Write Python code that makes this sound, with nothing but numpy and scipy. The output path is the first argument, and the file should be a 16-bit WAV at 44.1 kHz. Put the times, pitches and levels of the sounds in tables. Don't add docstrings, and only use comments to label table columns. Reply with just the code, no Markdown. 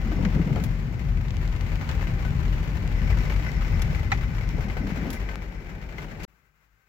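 import sys
import numpy as np
from scipy import signal
from scipy.fft import rfft, irfft, next_fast_len
from scipy.io import wavfile

SR = 44100
rng = np.random.default_rng(int(sys.argv[2]) if len(sys.argv) > 2 else 0)


def natural_amplitude(level_db):
    exponent = np.asarray(level_db, float) / 20
    return 10 ** exponent


def to_wav(s):
    ch = np.atleast_2d(s).T
    pcm = np.round(np.clip(ch, -1, 1) * 32767)
    wavfile.write(sys.argv[1], SR, pcm.astype(np.int16))


N = 303408


def evened(x):
    return x / np.sqrt(np.mean(x ** 2) + 1e-20)


def read(points, hz):
    f, value = np.transpose(points)
    return np.interp(np.log(hz + 1), np.log(f + 1), value)


def track(tables, index):
    t, out = np.arange(N) / SR, np.zeros(N)
    for rows in map(np.array, tables):
        out = np.where(t >= rows[0, 0] - .03, np.interp(t, rows[:, 0], rows[:, index]), out)
    return out


# f/Hz, correlation
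LIKENESS = [(60, 0.9), (120, 0.78), (240, 0.91), (480, 0.58), (950, 0.18), (1890, -0.2), (3770, 0.03),
            (7520, -0.0031), (15000, -0.041)]
# f/Hz, left over right/dB
BALANCE = [(60, 5), (110, 5.5), (200, 4), (380, 2.5), (700, 3.0), (1290, 7), (2380, 9), (4400, -2),
           (8120, 5), (15000, 3)]


def pair(spectrum, length, peaks=()):
    hz = np.fft.rfftfreq(length, 1 / SR)
    a, b = rfft(rng.standard_normal((2, length)))
    same = np.clip(read(LIKENESS, hz), -1, 1)
    lean = natural_amplitude(read(BALANCE, hz) / 2)
    resonances_db = sum(top / (1 + (2 * (hz - f) / width) ** 2) for f, width, top in peaks)
    left = a * lean
    right = (same * a + np.sqrt(1 - same ** 2) * b) / lean
    return evened(irfft(np.array([left, right]) * natural_amplitude(read(spectrum, hz) + resonances_db), length))


def slow(hz):
    return evened(signal.sosfilt(signal.butter(2, hz, fs=SR, output="sos"), rng.standard_normal(N)))


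def place(mix, s, sound):
    at = round(s * SR)
    sound = sound[:, :N - at]
    return mix + np.pad(sound, ((0, 0), (at, N - at - sound.shape[1])))


# start/s, end/s
PARTS = [(0, 6.251), (6.277, 6.9)]
# t/s, level/dB
BOOM_DB = [
    [(0.0, -27), (0.36, -27.5), (0.66, -46), (0.71, -24), (1.02, -44), (1.07, -28), (1.19, -25.5),
     (1.26, -34), (1.49, -25.5), (1.59, -36), (1.75, -26.5), (1.85, -49), (1.94, -28), (2.41, -34),
     (2.48, -23), (2.81, -40.5), (2.87, -26.5), (3.2, -26), (3.26, -28.5), (3.34, -25), (3.41, -21.5),
     (3.46, -77), (3.57, -24.5), (3.84, -26.5), (3.95, -31), (4.04, -33.5), (4.9, -31), (5.13, -45.5),
     (5.21, -30.5), (5.39, -42), (5.44, -37), (6.22, -48)],
    [(6.29, -70), (6.376, -76), (6.656, -75), (6.698, -65.5), (6.88, -76)],
]
# t/s, f/Hz
BOOM_HZ = [
    [(0, 44.5), (2.6, 43.88), (3.4, 46.22), (4.4, 43.65), (4.9, 48.72), (6.24, 47.55)],
    [(6.29, 52.3), (6.88, 53.1)],
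]
# t/s, f/Hz, level/dB
HUM = [
    [(0, 33.8, -68), (.9, 30.9, -53), (2.8, 36.6, -67), (3.2, 34.26, -68), (4.3, 37.76, -35.5),
     (6.24, 34.8, -48)],
    [(6.29, 35, -105), (6.88, 34.6, -91)],
]
# t/s, level/dB
ROAD_DB = [
    [(0, -29), (.47, -27), (1.0, -27.5), (1.5, -28.5), (2.0, -27), (2.4, -25), (2.65, -28), (3.1, -25),
     (3.5, -26.5), (3.9, -25.5), (4.4, -28.5), (4.93, -31), (5.3, -36), (5.6, -39.5), (5.95, -39),
     (6.24, -36)],
    [(6.29, -66), (6.58, -75), (6.88, -77)],
]
# f/Hz, relative density/dB
RUMBLE = [(33, -16), (56, -1), (70, -4), (163, -7), (199, -17), (231, -15.5), (270, -25.5), (307, -21.5),
          (338, -28.5), (371, -24.5), (413, -30), (700, -37), (910, -70), (1540, -120)]
# f/Hz, relative density/dB
CRAWL = [(33, -22), (56, -3), (86, -11), (119, -13.5), (166, -6), (217, -16.5), (268, -18.5), (426, -21),
         (700, -27), (910, -27), (1540, -120)]
# start/s, end/s
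BRAKING = (4.68, 5.37)


def car(octave_db=-10.0, crawl_db=0.0, wander_hz=2.16, flutter_db=2.0, last_lean_db=4.0):
    t, sides = np.arange(N) / SR, np.array([[.5], [-.5]])
    turn = 2 * np.pi * np.cumsum(track(BOOM_HZ, index=1) + wander_hz * slow(6.85)) / SR
    tones = np.sin(turn) + natural_amplitude(octave_db) * np.sin(2 * turn)
    boom = np.sqrt(2) * natural_amplitude(track(BOOM_DB, index=1) + flutter_db * slow(23.0)) * tones
    hum_turn = 2 * np.pi * np.cumsum(track(HUM, index=1)) / SR
    hum = np.sqrt(2) * natural_amplitude(track(HUM, index=2)) * np.sin(hum_turn)
    slowed = np.interp(t, BRAKING, [0, np.pi / 2])
    rumble = np.cos(slowed) * pair(RUMBLE, N) + np.sin(slowed) * natural_amplitude(crawl_db) * pair(CRAWL, N)
    low_tones = (boom + hum) * natural_amplitude(np.array([[2.2], [-2.8]]))
    last_lean = natural_amplitude(sides * last_lean_db * (t > PARTS[0][1]))
    return last_lean * (low_tones + natural_amplitude(track(ROAD_DB, index=1)) * rumble)


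# start/s, end/s, level/dB
SWEEPS = [(0.035, 0.18, -33.5), (0.162, 0.321, -28.5), (0.323, 0.584, -33.5), (0.52, 0.7, -34.5),
          (4.512, 4.626, -35), (4.645, 4.742, -32), (4.795, 4.923, -36), (4.955, 5.178, -33.5)]
# t/s, level/dB, f/Hz
JUDDERS = [(0.123, -28, 310), (0.202, -31, 171), (0.228, -21, 220), (0.258, -19, 180), (0.28, -24.5, 182),
           (0.356, -17, 162), (0.392, -17, 179.6), (0.408, -14, 162), (0.463, -21, 170), (0.509, -17, 147),
           (0.61, -21.5, 165.5), (4.587, -21.5, 132), (4.645, -26.5, 195), (4.675, -28, 200),
           (4.703, -35, 199), (4.803, -23.5, 206.4), (4.835, -31.5, 282), (5.02, -21.5, 168),
           (5.06, -36, 336), (5.085, -26, 193), (5.149, -32.5, 186)]
GRIP_S, LET_GO_S, HOOT_S = 0.028, 0.057, 0.03


def blades(slip_hz=22., slip_db=2.2):
    t = np.arange(N) / SR
    moving = sum(natural_amplitude(db) * np.interp(t, [a, a + GRIP_S, b - LET_GO_S, b], [0, 1, 1, 0]) for a, b, db in SWEEPS)
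    drag = pair([(80, -23.0), (200, 9.5), (350, -4.5), (600, -12.0), (1200, -22.5), (3000, -72.0)], N)
    out = moving * natural_amplitude(slip_db * slow(slip_hz)) * drag
    u = np.arange(round(HOOT_S * SR)) / SR
    for s, db, hz in JUDDERS:
        hoot = natural_amplitude(db) * np.sin(2 * np.pi * hz * u) * np.sin(np.pi * u / HOOT_S) ** 2.2
        out = place(out, s - .005, natural_amplitude(np.array([[1.8], [-2.2]])) * hoot)
    return out


# t/s, level/dB, f/Hz
THUDS = [(.232, -20, 240), (.358, -25, 278), (.397, -16, 294), (0.473, -24, 260), (0.497, -28, 263),
         (4.547, -20.5, 168), (4.696, -23, 300), (4.805, -19, 210), (4.847, -19, 230), (4.877, -24, 230),
         (4.901, -19, 200), (4.92, -16, 190), (5.025, -22, 230), (5.048, -22, 337), (5.074, -23, 300)]
THUD_RISE_S, THUD_T60_S = .001, .03


def thuds(size=2048):
    t, out = np.arange(size) / SR, np.zeros((2, N))
    for s, db, hz in THUDS:
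        swing = np.sin(2 * np.pi * hz * t) * natural_amplitude(db - 60 * t / THUD_T60_S) * (1 - np.exp(-t / THUD_RISE_S))
        out = place(out, s, natural_amplitude(np.array([[1.8], [-2.2]])) * swing)
    return out


# t/s, level/dB, t60/s
KNOCKS = [(0.113, -29.5, 0.074), (0.211, -31, .05), (0.254, -25, 0.06), (.360, -30, .05), (.402, -33, .05),
          (.476, -32, .04), (.500, -29, 0.047), (.558, -25.5, 0.11), (4.583, -27, 0.067),
          (4.69, -34, 0.043), (4.765, -29, 0.055), (5.046, -33, .08), (5.140, -29, 0.062)]
# f/Hz, relative density/dB
KNOCK = [(200, -24), (400, 8), (600, 3.5), (800, 0), (1100, -8.5), (1500, -6), (3000, -60)]


def knocks(size=4096):
    t, out = np.arange(size) / SR, np.zeros((2, N))
    for s, db, t60 in KNOCKS:
        envelope = natural_amplitude(db - 60 * t / t60) * (1 - np.exp(-t / 0.0031))
        out = place(out, s, envelope * pair(KNOCK, size))
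    return out


# t/s, level/dB, t60/s, spectrum tilt below BODY_HZ/dB
TICKS = [(.626, -46, 0.027, -1), (0.6382, -34, 0.077, -3.5), (3.8192, -29, 0.043, 1.5),
         (5.1035, -32.5, 0.053, -4), (5.1294, -36, 0.14, -2), (6.233, -41.5, 0.6, 3)]
# f/Hz, relative density/dB
TICK = [(880, -27), (1500, -2), (1710, 5), (2320, 2), (3370, 1), (7430, -3), (8880, -15), (10500, -2.5),
        (15900, -7.5)]
BODY_HZ = 8200


def bright_ticks(size=4096):
    t, out = np.arange(size) / SR, np.zeros((2, N))
    for s, db, t60, body_db in TICKS:
        colour = [(f, level + body_db * (f < BODY_HZ)) for f, level in TICK]
        decay = natural_amplitude(-60 * t / t60) + natural_amplitude(-2.0 - 60 * t / 0.0084)
        out = place(out, s, natural_amplitude(db) * pair(colour, size) * decay * (1 - np.exp(-t / 0.00025)))
    return out


# t/s, level/dB, drive length/share of full, crack over level/dB
CLACKS = [(0.2501, -37, 0.4, 11), (4.1172, -22, 1, -1)]
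# f/Hz, relative level/dB, t60/s, full drive time/s
LINKAGE = [(790, 0, .025, .015), (1320, 0, .035, .002), (1500, -9, .05, .004), (1795, -3, .045, .006),
           (2015, 4, .04, .006), (2385, -2, .045, .006), (3150, -13, .025, .003), (3610, -15, .05, .004),
           (3970, -4, .03, .002), (4360, -11, .02, .002), (5720, -15, .03, .006)]
# f/Hz, relative density/dB
CRACK = [(300, -35), (700, 3), (2200, 10), (3500, -2), (7500, -10.5), (8700, -45), (11000, -19),
         (16000, -27)]


def linkage_clacks(size=4096):
    t, out = np.arange(size) / SR, np.zeros((2, N))
    hz, mode_db, ring, driven = np.transpose(LINKAGE)[..., None]
    for s, db, length, crack_db in CLACKS:
        drive_s = length * driven
        push = np.clip(t / np.minimum(drive_s, .006), 0, 1) * natural_amplitude(-60 * np.maximum(t - drive_s, 0) / ring)
        wobble = np.cumsum(.016 * rng.standard_normal((len(hz), size)), 1)
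        rung = (natural_amplitude(mode_db) * push * np.exp(1j * (2 * np.pi * hz * t + wobble))).sum(0)
        crack = natural_amplitude(crack_db - 60 * t / (length * 0.11)) * pair(CRACK, size)
        sides = np.array([rung.imag, natural_amplitude(0.5) * rung.real])
        out = place(out, s, natural_amplitude(db) * (sides + crack))
    return out


# t/s, level/dB
SNAP = (5.357, -18)


def snap():
    s, db = SNAP
    t = np.arange(200) / SR
    swing = np.cos(2 * np.pi * 1200 * t) * np.exp(-t / .0003) * (1 - np.exp(-t / .00003))
    sides = natural_amplitude(db + np.array([[6.], [-8.]]))
    return place(np.zeros((2, N)), s, sides * swing)


# f/Hz, relative density/dB
RAIN = [(240, -8.5), (400, -2), (544, -1.5), (706, -4), (798, -2.5), (1250, -4.5), (1520, -6.5),
        (1920, -4.5), (2070, -4.5), (2650, -8), (3280, -13), (7290, -21.5), (7750, -25), (8630, -37.5),
        (11000, -27.5), (15700, -25.5)]
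# f/Hz, level/dB, t60/s
PANELS = [(785, -23, 0.026), (1410, -24, 0.093), (1535, -8, 0.2), (1835, -11.5, 0.075), (2083, -1, 0.05),
          (2240, -4, 0.04), (2915, -9, 0.044), (4220, -9.5, 0.0072)]


def splat(t60, ring_db=-8.0, rise_s=0.00022, size=4096):
    t = np.arange(size) / SR
    patter = pair(RAIN, size) * natural_amplitude(-60 * t / t60) * (1 - np.exp(-t / rise_s))
    hz, db, ring = np.transpose(PANELS)[..., None]
    strike = rng.standard_normal((3, len(PANELS), 1))
    swing = np.sin(2 * np.pi * hz * (1 + 0.015 * strike[1]) * t)
    modes = natural_amplitude(db + 6.4 * strike[0] - 60 * t / ring) * swing
    sides = np.array([modes.sum(0), natural_amplitude(-17.0) * (modes * np.sign(strike[2])).sum(0)])
    return patter + natural_amplitude(ring_db) * sides


# t/s, level/dB, left over right/dB
DROPS = [(0.0482, -53, -15), (0.1176, -37.5, -4), (0.3248, -42.5, -7), (0.4155, -43, -3),
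         (0.494, -43.5, -7), (0.5586, -37.5, -1.5), (0.9932, -42.5, 0), (1.2819, -61, -4),
         (1.3405, -46, -3), (1.6093, -43, -4), (1.7565, -47, 4), (1.8118, -37, -5), (1.8905, -32.5, -3.5),
         (2.0195, -51, 1), (2.071, -36, -2.5), (2.2498, -38.5, -2), (2.3805, -49, -8), (2.48, -40.5, -7),
         (2.528, -40, -4), (2.5806, -40, -6), (2.8694, -45.5, -1), (3.0177, -43, 9), (3.1743, -41, -6),
         (3.252, -41, -13), (3.2995, -34, -4), (3.4322, -43, 0), (3.465, -40, 1), (3.648, -41, 7),
         (3.8188, -41.5, 1.5), (3.9483, -36, -2.5), (4.2097, -39, 0), (4.4101, -41, 0), (4.49, -46, -10),
         (4.607, -36.5, 0), (4.6994, -39, 0), (4.7689, -36, -3), (4.8698, -41, -8), (5.0584, -46, 1),
         (5.289, -38.5, -2), (5.4207, -41.5, 3.5), (5.89, -44, -3), (5.983, -38.5, -2), (6.0192, -43.5, -2),
         (6.083, -47, 0), (6.1966, -50, -9)]
DROP_T60_S, DROP_RISE_S = 0.19, 0.0024
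TAP_DB, TAP_T60_S = 3., .025


def big_drops():
    out = np.zeros((2, N))
    for s, db, pan_db in DROPS:
        tap = natural_amplitude(TAP_DB) * splat(TAP_T60_S, ring_db=-16.0)
        drop = splat(DROP_T60_S, 1.0, DROP_RISE_S) + tap
        out = place(out, s, natural_amplitude(db + pan_db * np.array([[.5], [-.5]])) * drop)
    return out


# t/s, onset level/dB
SPITS = [(0.56, -36.5), (1.284, -38.5), (1.3066, -35), (1.3684, -34.5), (1.477, -36.5), (1.562, -39),
         (1.61, -35), (1.7565, -35), (1.8905, -31), (1.914, -33.5), (2.022, -41), (2.253, -42),
         (2.306, -40), (2.8767, -32.5), (2.925, -38), (3.1867, -33), (3.517, -34.5), (4.49, -34),
         (5.984, -43)]
# f/Hz, relative density/dB
SPIT = [(600, -25), (2000, 0), (3500, 3), (7500, -7), (8700, -23), (11000, -16), (16000, -22)]
SPIT_T60_S = .012


def spits(size=1024):
    t, out = np.arange(size) / SR, np.zeros((2, N))
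    for s, db in SPITS:
        out = place(out, s, natural_amplitude(db - 60 * t / SPIT_T60_S) * pair(SPIT, size))
    return out


# t/s, level re rain before ring_trim_db/dB
SINGING = [
    [(0, -32), (1.2, -20), (1.7, -13), (2.3, -19), (2.7, -15), (3.1, -6), (4.1, -9.5), (5.4, -2.5),
     (6.24, -6)],
    [(6.29, -16), (6.88, -18)],
]
# f/Hz, relative density/dB
RING = [(1200, -29), (1480, -5), (1535, 2), (1600, -2.5), (1900, -3.5), (2045, -10), (2150, -16), (2280, 2),
        (2500, -11.5), (3000, -52)]
# t/s, level re rain before whistle_trim_db/dB
WHISTLING = [
    [(0, -9), (2.8, -21), (3.0, -3), (3.9, -7), (5.4, -6.5), (6.24, -15)],
    [(6.29, -25), (6.88, -29.5)],
]
# f/Hz, relative density/dB
WHISTLE = [(1750, -36), (1960, -4), (2040, 4.5), (2150, -7.5), (2450, -35), (4400, -31), (5300, -13.5),
           (6200, -25), (7000, -45)]


def singing(ring_trim_db=-4.0, whistle_trim_db=-3.0, flicker_db=3.0):
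    ring_db = track(SINGING, index=1) + ring_trim_db + flicker_db * slow(17.0)
    whistle_db = track(WHISTLING, index=1) + whistle_trim_db + flicker_db * slow(31.0)
    return natural_amplitude(ring_db) * pair(RING, N) + natural_amplitude(whistle_db) * pair(WHISTLE, N)


# t/s, level/dB
RAINFALL = [
    [(0.0, -40.5), (0.43, -41), (0.66, -42.5), (0.87, -44.5), (1.61, -41.5), (1.82, -40), (2.87, -40),
     (3.15, -39), (3.93, -40), (4.28, -42), (4.99, -41), (5.51, -46.5), (5.75, -47.5), (5.95, -47),
     (6.03, -40.5), (6.07, -50), (6.12, -41.5), (6.18, -47), (6.22, -40.5)],
    [(6.29, -67.5), (6.42, -69), (6.6, -68), (6.88, -67.5)],
]
# f/Hz, width/Hz, peak/dB
CABIN = [(788, 69, 6.5), (1494, 47, 9.5), (2030, 29, 6.5), (2240, 360, 2)]
# f/Hz, relative density/dB
DRIZZLE = [(60, -22), (100, 1), (166, 0), (244, -23.5), (389, -10), (705, -11), (1350, -4.5), (1570, -5),
           (1750, -7), (2080, -8), (2600, -9), (3190, -16.5), (7290, -19), (8640, -26), (11000, -24),
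           (15700, -16)]
# f/Hz, width/Hz, peak/dB
SHELTER = [(795, 69, 2.5), (1550, 35, 9), (2070, 60, 8)]


def rain(per_s=500., spread_db=3.5, wash_db=-3.0, gust_db=0.5, kinds=16):
    size = natural_amplitude(spread_db * np.minimum(rng.exponential(1, N), 4.5)) * (rng.random(N) < per_s / SR)
    kind = rng.integers(0, kinds, N)
    patter = np.zeros((2, N))
    for k in range(kinds):
        hits = (size * (kind == k))[None]
        patter += signal.oaconvolve(hits, splat(0.073), axes=1)[:, :N]
    heavy = evened(evened(patter) + natural_amplitude(wash_db) * pair(RAIN, N, CABIN))
    fine = natural_amplitude(np.array([[3.], [-.4]]) + 1.7 * slow(11.0)) * pair(DRIZZLE, N, SHELTER)
    both = np.where(np.arange(N) / SR < PARTS[0][1], heavy, fine)
    return natural_amplitude(track(RAINFALL, index=1) + gust_db * slow(2.3)) * (both + singing())


def scene():
    wipers = blades() + thuds() + knocks() + linkage_clacks()
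    events = wipers + bright_ticks() + snap() + big_drops() + spits()
    return car() + events * (np.arange(N) / SR < PARTS[0][1]) + rain()


def top_cut(x):
    return signal.sosfilt(signal.butter(12, 16990, fs=SR, output="sos"), x)


# f/Hz, gain/dB
MIC = [(18, -8.5), (33, 0.5), (7900, -1.5), (8300, -12.5), (9200, -4), (10000, -3), (15800, -1.5),
       (16000, -13), (16600, -44), (16900, -78)]


def record(dry):
    t, size = np.arange(N) / SR, next_fast_len(N + SR)
    response = natural_amplitude(read(MIC, np.fft.rfftfreq(size, 1 / SR)))
    heard = irfft(rfft(dry, size) * response, size)[:, :N]
    on = sum(np.clip((t - a) / .004 + (a == 0), 0, 1) * np.clip((b - t) / .001, 0, 1) for a, b in PARTS)
    return top_cut(heard * on)


dry = scene()
out = record(dry)
to_wav(out)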